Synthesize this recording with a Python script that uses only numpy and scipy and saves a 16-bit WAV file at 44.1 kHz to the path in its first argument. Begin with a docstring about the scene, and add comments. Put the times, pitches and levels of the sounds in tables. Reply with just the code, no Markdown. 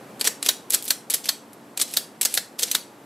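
"""Keys of an old adding machine

A finger types six digits on a mechanical adding machine, close to the microphones in a small quiet room.
Keys trip latches and click the linkage, bottom on their stops, rub in their guides and snap back on springs.
Each contact is a filtered noise crack with the ringing modes of the part and of the steel frame.
The room answers with decaying diffuse noise, over coloured air noise and a low hum that settle in level.
"""
import sys
import numpy as np
from scipy import signal
from scipy.fft import rfft, irfft, next_fast_len
from scipy.io import wavfile
from scipy.ndimage import map_coordinates

SR = 44100
rng = np.random.default_rng(int(sys.argv[2]) if len(sys.argv) > 2 else 0)


def waveform_to_disk(signal):
    """Save audio, clipped to [-1, 1], as 16-bit WAV at the path in sys.argv[1]."""
    frames = np.transpose(np.atleast_2d(signal))
    scaled = np.clip(frames, -1, 1) * 32767
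    samples = np.round(scaled).astype(np.int16)
    wavfile.write(sys.argv[1], SR, samples)


N = 134505
T = np.arange(SR // 2) / SR  # time within one contact, s

# Keys meeting their lower stops: (t/s, level/dB, ring f/Hz, low knock/dB, treble/dB)
KEY_STOPS = [(0.273, -14.5, 8330, 2.5, 4), (0.2756, -23, 7900, 11, 12), (0.7409, -15.5, 11460, 5.5, 14.5),
             (0.7462, -16, 7660, -2, 7), (1.1427, -16.5, 11300, -2, 13.5), (1.814, -17, 8960, -12.5, 0.5),
             (1.818, -20, 8170, 0.5, 11), (2.2503, -16.5, 6540, 2.5, 8), (2.255, -17, 7800, 1, 7.5),
             (2.6306, -17.5, 6360, -13, 4), (2.6345, -20.5, 3580, -7, 0)]
# Spectrum of a stop contact: (f/Hz, gain/dB)
STOP_SPECTRUM = [(80, -28), (480, -2.5), (1000, -10.5), (1600, -0.5), (2700, -4), (4500, 5.5), (7500, 1),
                 (12500, -4.5), (15500, -14)]


def presses():
    """Impact excitation: a key bottoms or rebounds, and the blow excites a broadband crack and a ring."""
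    out = np.zeros((2, N))
    for start, db, ring_hz, knock_db, treble_db in KEY_STOPS:
        hit = contact(STOP_SPECTRUM, ring_hz, knock_db, treble_db,
                      crack_t60=0.028, case_db=-4.5, ring_db=-3.5, ring_t60=0.014)
        add(out, start, amp(db) * hit)
    return out


# Keys snapping back on their springs: (t/s, level/dB, ring f/Hz, low knock/dB, treble/dB)
KEY_RETURNS = [(0.4889, -11.5, 3800, 3.5, 1), (0.9061, -13.5, 4380, 3, 3), (1.2902, -14.5, 4340, 2.5, -1.5),
               (1.9704, -13.5, 3960.0, -1, 2), (2.375, -15.5, 3720, 2.5, -1), (2.7504, -14.5, 3710, 0.5, 0)]
# Spectrum of a return contact: (f/Hz, gain/dB)
RETURN_SPECTRUM = [(80, -30.5), (600, -4), (1200, -5.5), (1650, 2.5), (2700, -3.5), (3900, 9.5), (5200, 4),
                   (7500, 1), (12500, 2.5), (15500, -4.5)]


def releases(run_up_db=-4):
    """Elastic recoil: the spring throws each key into its upper stop, after a short swell of friction."""
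    out = np.zeros((2, N))
    for start, db, ring_hz, knock_db, treble_db in KEY_RETURNS:
        add(out, start - RUN_UP_S, amp(db) * run_up(RUN_UP_S, run_up_db))
        hit = contact(RETURN_SPECTRUM, ring_hz, knock_db, treble_db,
                      crack_t60=0.0058, case_db=-2.5, ring_db=-5, ring_t60=0.02)
        add(out, start, amp(db) * hit)
    return out


# Latches tripping or letting go: (t/s, level/dB, brightness/dB, ring f/Hz)
LATCH_SNAPS = [(0.2111, -20, -0.5, 4500), (0.4271, -23, 1, 9430), (0.7046, -20.5, 12.5, 11170),
               (1.1035, -20, 14, 11200), (1.7742, -24, 0, 7520), (2.2151, -20, 11, 7940),
               (2.3405, -20.5, 12.5, 10530), (2.7137, -18.5, 8.5, 6170)]
# Natural modes shared by the latches: (f/Hz)
LATCH_MODES = [2400, 4050, 7490, 8120, 8740, 11240]


def latches(run_up_db=-14):
    """Modal excitation: each latch snaps with a short crack and sets a fixed group of modes ringing."""
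    out = np.zeros((2, N))
    for start, db, bright_db, ring_hz in LATCH_SNAPS:
        add(out, start - RUN_UP_S, amp(db) * run_up(RUN_UP_S, run_up_db))
        snap = contact(CLICK_SPECTRUM, ring_hz, -bright_db / 2, bright_db / 2,
                       crack_t60=0.0098, case_db=-0.5, ring_db=-3.5, ring_t60=0.023,
                       modes_hz=LATCH_MODES, modes_db=-6.5)
        add(out, start, amp(db) * snap)
    return out


# Levers and pawls ticking along the linkage: (t/s, level/dB, brightness/dB)
LINKAGE_CLICKS = [(0.2433, -25.5, -4), (0.2504, -22, -3), (0.4619, -18.5, 1.5), (0.469, -28, 0),
                  (0.6997, -35, 20), (0.7216, -27, 24), (0.7351, -21, 6), (0.8248, -31, 13),
                  (0.8413, -33, 22), (0.8528, -30, 29), (0.8792, -26, 6), (0.885, -27.5, 28),
                  (1.0997, -24, 5), (1.1167, -30.5, 13), (1.1385, -18, 5), (1.2563, -28.0, -2),
                  (1.5313, -44.5, 19), (1.7989, -27.5, -7), (1.938, -26, 2), (2.2121, -19, 4),
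                  (2.2296, -21, 6), (2.3502, -23, 18), (2.5938, -22.5, 4.5), (2.624, -23.5, 2),
                  (2.6796, -37.5, -12)]
# Spectrum of small metal contacts and friction: (f/Hz, gain/dB)
CLICK_SPECTRUM = [(100, -22), (450, 0.5), (1000, -8.5), (1700, -2), (4000, 3.5), (6000, 1.5), (11500, 2),
                  (13500, -4.5), (15500, -9)]
PAWL_HZ = 10840  # ring of a small pawl


def linkage():
    """Spectral tilt of light impacts: small levers click, and brighter clicks have less low knock."""
    out = np.zeros((2, N))
    for start, db, bright_db in LINKAGE_CLICKS:
        click = contact(CLICK_SPECTRUM, PAWL_HZ, -bright_db / 2, bright_db / 2,
                        crack_t60=0.0042, case_db=-5, ring_db=-13, ring_t60=0.005)
        add(out, start, amp(db) * click)
    return out


# Key stems rubbing in their guides: (start t/s, end t/s, level/dB)
STEM_SLIDES = [(0.195, 0.209, -35), (0.24, 0.284, -25), (0.445, 0.472, -29), (0.717, 0.758, -27.5),
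               (0.852, 0.91, -39.5), (1.1, 1.166, -32), (1.235, 1.286, -36.5), (1.789, 1.837, -26.5),
               (1.867, 1.989, -40), (2.29, 2.382, -37.5), (2.583, 2.631, -32.5), (2.66, 2.765, -37.5)]


def stems():
    """Sliding friction: key stems scrape in their guides, fading in and out at the ends of the motion."""
    out = np.zeros((2, N))
    for start, end, db in STEM_SLIDES:
        count = round(abs(end - start) * SR)
        add(out, start, amp(db) * signal.windows.tukey(count, .3) * scrape(count))
    return out


# Soft knocks of the hollow case: (t/s, level/dB, f/Hz)
CASE_THUDS = [(2.628, -27, 484)]
THUD_T60_S = .07


def thuds():
    """Damped resonance: the hollow case answers with a low decaying sine of gentle onset."""
    out = np.zeros((2, N))
    for start, db, hz in CASE_THUDS:
        envelope = (1 - np.exp(-T * hz)) * fade(THUD_T60_S)
        add(out, start, amp(db) * envelope * np.sin(2 * np.pi * hz * T))
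    return out


ATTACK_S, CASE_T60_S = .0003, 0.053  # onset time constant; decay of the case rattle
KNOCK_HZ, TREBLE_HZ = 2580, 8100  # corners of the low and high shelves
# Further modes of each part: level beside the crack, decay and frequency range
PART_MODES_DB, PART_MODES_T60_S, PART_LOW_HZ, PART_HIGH_HZ = -13, 0.027, 3170, 13120
FRAME_HZ, FRAME_DB, FRAME_T60_S = 4350, -38, 0.17  # faint after-ring of the steel frame
RING_BLUR_HZ = 90  # loose parts chatter, which widens their ring


def contact(colour, ring_hz, knock_db, treble_db, crack_t60, case_db, ring_db, ring_t60,
            modes_hz=None, modes_db=PART_MODES_DB):
    """Modal superposition: crack, case rattle, part and frame rings sum with the room's answer."""
    rise = 1 - np.exp(-T / ATTACK_S)
    decay = fade(crack_t60) + amp(case_db) * fade(CASE_T60_S)
    burst = noise(DIRECT_WIDTH, len(T)) * rise * decay
    if modes_hz is None:
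        modes_hz = rng.uniform(PART_LOW_HZ, PART_HIGH_HZ, size=6)
    tones = sum(np.sin(2 * np.pi * (hz * T + rng.random())) for hz in modes_hz)
    modes = rise * fade(PART_MODES_T60_S) * tones

    def shelves(hz):
        """Shelving filters: the low knock and the treble are raised or lowered separately."""
        knock = knock_db / (1 + (hz / KNOCK_HZ) ** 4)
        treble = treble_db / (1 + (TREBLE_HZ / (hz + 1)) ** 8)
        return knock + treble

    parts = np.vstack([burst / strike_level(burst), modes / strike_level(modes)])
    parts = coloured(parts, lambda hz: along(colour, hz) + shelves(hz))
    crack, modes = np.split(parts / strike_level(parts[:2]), [2])

    # A random walk in phase widens each spectral line
    wander = np.cumsum(rng.standard_normal(len(T))) * np.sqrt(2 * np.pi * RING_BLUR_HZ / SR)
    ring = rise * fade(ring_t60) * np.sin(2 * np.pi * ring_hz * T + wander)
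    frame = amp(FRAME_DB) * fade(FRAME_T60_S) * rise * np.sin(2 * np.pi * FRAME_HZ * T + wander)

    # The blow and the rattle both feed the room
    jolt = signal.unit_impulse(len(T)) + burst[0] / np.linalg.norm(burst[0])
    radiated = coloured(jolt, lambda hz: (along(colour, hz) + along(CLICK_SPECTRUM, hz) + shelves(hz)) / 2)
    radiated = radiated[None] / strike_level(radiated)
    wet = signal.fftconvolve(radiated, room_tail(), axes=1)[:, :len(T)]
    return crack + amp(modes_db) * modes + amp(ring_db) * ring / strike_level(ring) + wet + frame


RUN_UP_S = 0.0046  # a part scrapes this long before it strikes


def run_up(length_s, db, swell_db=13):
    """Accelerating friction: the scrape of a part swells until it strikes."""
    swell = amp(np.linspace(-swell_db, 0, round(length_s * SR)) + db)
    return swell * scrape(len(swell))


TICKS_PER_S, TICK_T60_S, TICK_SCATTER_DB = 700, .0035, 3.2
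RUB_DB = -2  # smooth rubbing noise beside the ticks, before colouring


def scrape(count):
    """Asperity contact: friction is smooth noise plus tiny ticks of random size and pitches, rms 1."""
    ticks = np.zeros((2, count))
    for _ in range(1 + round(TICKS_PER_S * count / SR)):
        pitches = rng.uniform(PART_LOW_HZ, PART_HIGH_HZ, size=(4, 1))
        ring = np.sin(2 * np.pi * pitches * T[:count]).sum(0)
        size = amp(TICK_SCATTER_DB * rng.standard_normal())
        add(ticks, rng.random() * count / SR, size * ring * fade(TICK_T60_S)[:count])
    friction = unit(ticks) + amp(RUB_DB) * noise(DIRECT_WIDTH, count)
    return unit(coloured(friction, lambda hz: along(CLICK_SPECTRUM, hz)))


# Reverberation time of the room: (f/Hz, T60/s)
ROOM_DECAY = [(200, 0.28), (9000, 0.29), (15000, 0.19)]
ROOM_DB, ROOM_RISE_S, ROOM_WIDTH = -10, 0.0016, 0.15  # level, onset time constant, side over mid


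def room_tail():
    """Diffuse reverberation: noise decays exponentially in each frequency band."""
    hz, t, bands = signal.stft(noise(ROOM_WIDTH, len(T)), SR, nperseg=256)
    decaying = bands * fade(along(ROOM_DECAY, hz)[:, None], t)
    tail = signal.istft(decaying, SR, nperseg=256)[1][:, :len(T)]
    tail = tail * (1 - np.exp(-T / ROOM_RISE_S))
    return amp(ROOM_DB) * unit(tail) / np.sqrt(len(T))


# Spectral density of the room air: (f/Hz, relative level/dB per Hz)
AIR_SPECTRUM = [(60, -29), (125, -5), (300, -0.5), (900, -7.5), (1300, -12.5), (2500, -20), (6000, -27),
                (12500, -27.5), (15500, -40)]
# Tones of the hum, levels before settling: (f/Hz, level/dB)
HUM_TONES = [(226, -59.5), (285, -59)]
AIR_DB, AIR_WIDTH = -48, 0.3  # level before settling; side over mid
HUM_DRIFT, HUM_DRIFT_PER_S = 1.17, 14  # phase wander/rad and its random points per second


def background():
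    """Stationary noise and phase modulation: coloured room air under low tones of wandering phase."""
    t = np.arange(N) / SR
    air = unit(coloured(noise(AIR_WIDTH, N), lambda hz: along(AIR_SPECTRUM, hz)))
    hum = 0
    for hz, db in HUM_TONES:
        wander = map_coordinates(rng.standard_normal(256), [t * HUM_DRIFT_PER_S], mode="mirror")
        hum = hum + amp(db) * np.sqrt(2) * np.sin(2 * np.pi * hz * t + HUM_DRIFT * wander)
    return amp(AIR_DB) * air + hum


# The background settles: (t/s, gain/dB)
BACKGROUND_GAIN = [(.25, 4.5), (.85, 0.93)]


def scene():
    """Linear superposition: the machine's sounds add to the settling background."""
    settling = amp(np.interp(np.arange(N) / SR, *np.transpose(BACKGROUND_GAIN)))
    machine = presses() + releases() + latches() + linkage() + stems() + thuds()
    return machine + settling * background()


# Peak and notch of the microphones: (f/Hz, width/Hz, gain/dB)
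MIC_RESPONSE = [(8450, 580, 3), (9070, 245, -8.5)]
# Stereo width: (f/Hz, side gain/dB)
SIDE_GAIN = [(25, 15), (130, -21), (500, -8), (1300, 5.5), (2500, 4), (3400, -6), (6000, 2.5), (13000, 10)]
LOW_CUT_HZ, TOP_HZ = 87, 15650  # low cut and upper band limit


def record(dry):
    """Transducer response: the close microphone pair colours, spreads, clips and band-limits the sound."""
    def response(hz):
        """Resonance and low cut: Gaussian peak and notch in dB over a falling bass."""
        bumps = sum(db * np.exp(-.5 * ((hz - centre) / width) ** 2) for centre, width, db in MIC_RESPONSE)
        return bumps - 10 * np.log10(1 + (LOW_CUT_HZ / (hz + 10)) ** 2)

    left, right = coloured(dry, response)
    mid = (left + right) / 2
    side = coloured((left - right) / 2, lambda hz: along(SIDE_GAIN, hz))
    clipped = np.clip([mid + side, mid - side], -1, 1)  # full scale
    m = next_fast_len(N + SR // 2)
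    keep = np.clip((TOP_HZ - np.fft.rfftfreq(m, 1 / SR)) / 300 + .5, 0, 1)  # slope 300 Hz wide
    return irfft(rfft(clipped, m) * keep, m)[:, :N]


def amp(db):
    """Logarithmic level: decibels to amplitude gain."""
    return 10 ** (np.asarray(db) / 20)


def unit(x):
    """Effective value: scale to rms 1."""
    return x / np.sqrt(np.mean(x ** 2) + 1e-20)


def along(points, hz):
    """Logarithmic frequency scale: interpolate (f/Hz, value) points."""
    f, value = np.transpose(points)
    return np.interp(np.log(hz + 1), np.log(f + 1), value)


def fade(t60, t=T):
    """Exponential damping: decay by 60 dB in t60 seconds."""
    return np.exp(-np.log(1000) * t / t60)


def coloured(x, gain_db):
    """Minimum-phase filtering: a causal filter of gain gain_db(Hz), built by folding its cepstrum."""
    n = x.shape[-1]
    m = 2 * next_fast_len(n // 2 + 2048, True)
    cepstrum = irfft(np.log(amp(gain_db(np.fft.rfftfreq(m, 1 / SR)))), m)
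    cepstrum[1:m // 2] *= 2
    cepstrum[m // 2 + 1:] = 0
    return irfft(rfft(x, m) * np.exp(rfft(cepstrum)), m)[..., :n]


DIRECT_WIDTH = .12  # side over mid of the cracks and friction noise


def noise(width, count):
    """Mid-side decomposition: stereo white noise whose width is side over mid."""
    mid, side = rng.standard_normal((2, count))
    return np.array([mid + width * side, mid - width * side])


def add(out, start, x):
    """Superposition: mix x into out from time start in seconds."""
    part = out[:, max(round(start * SR), 0):][:, :x.shape[-1]]
    part += x[..., :part.shape[1]]


def strike_level(x):
    """Short-time level: rms over the first 4.5 ms of a contact."""
    return np.sqrt(np.mean(x[..., :200] ** 2))


dry = scene()
out = record(dry)
waveform_to_disk(out)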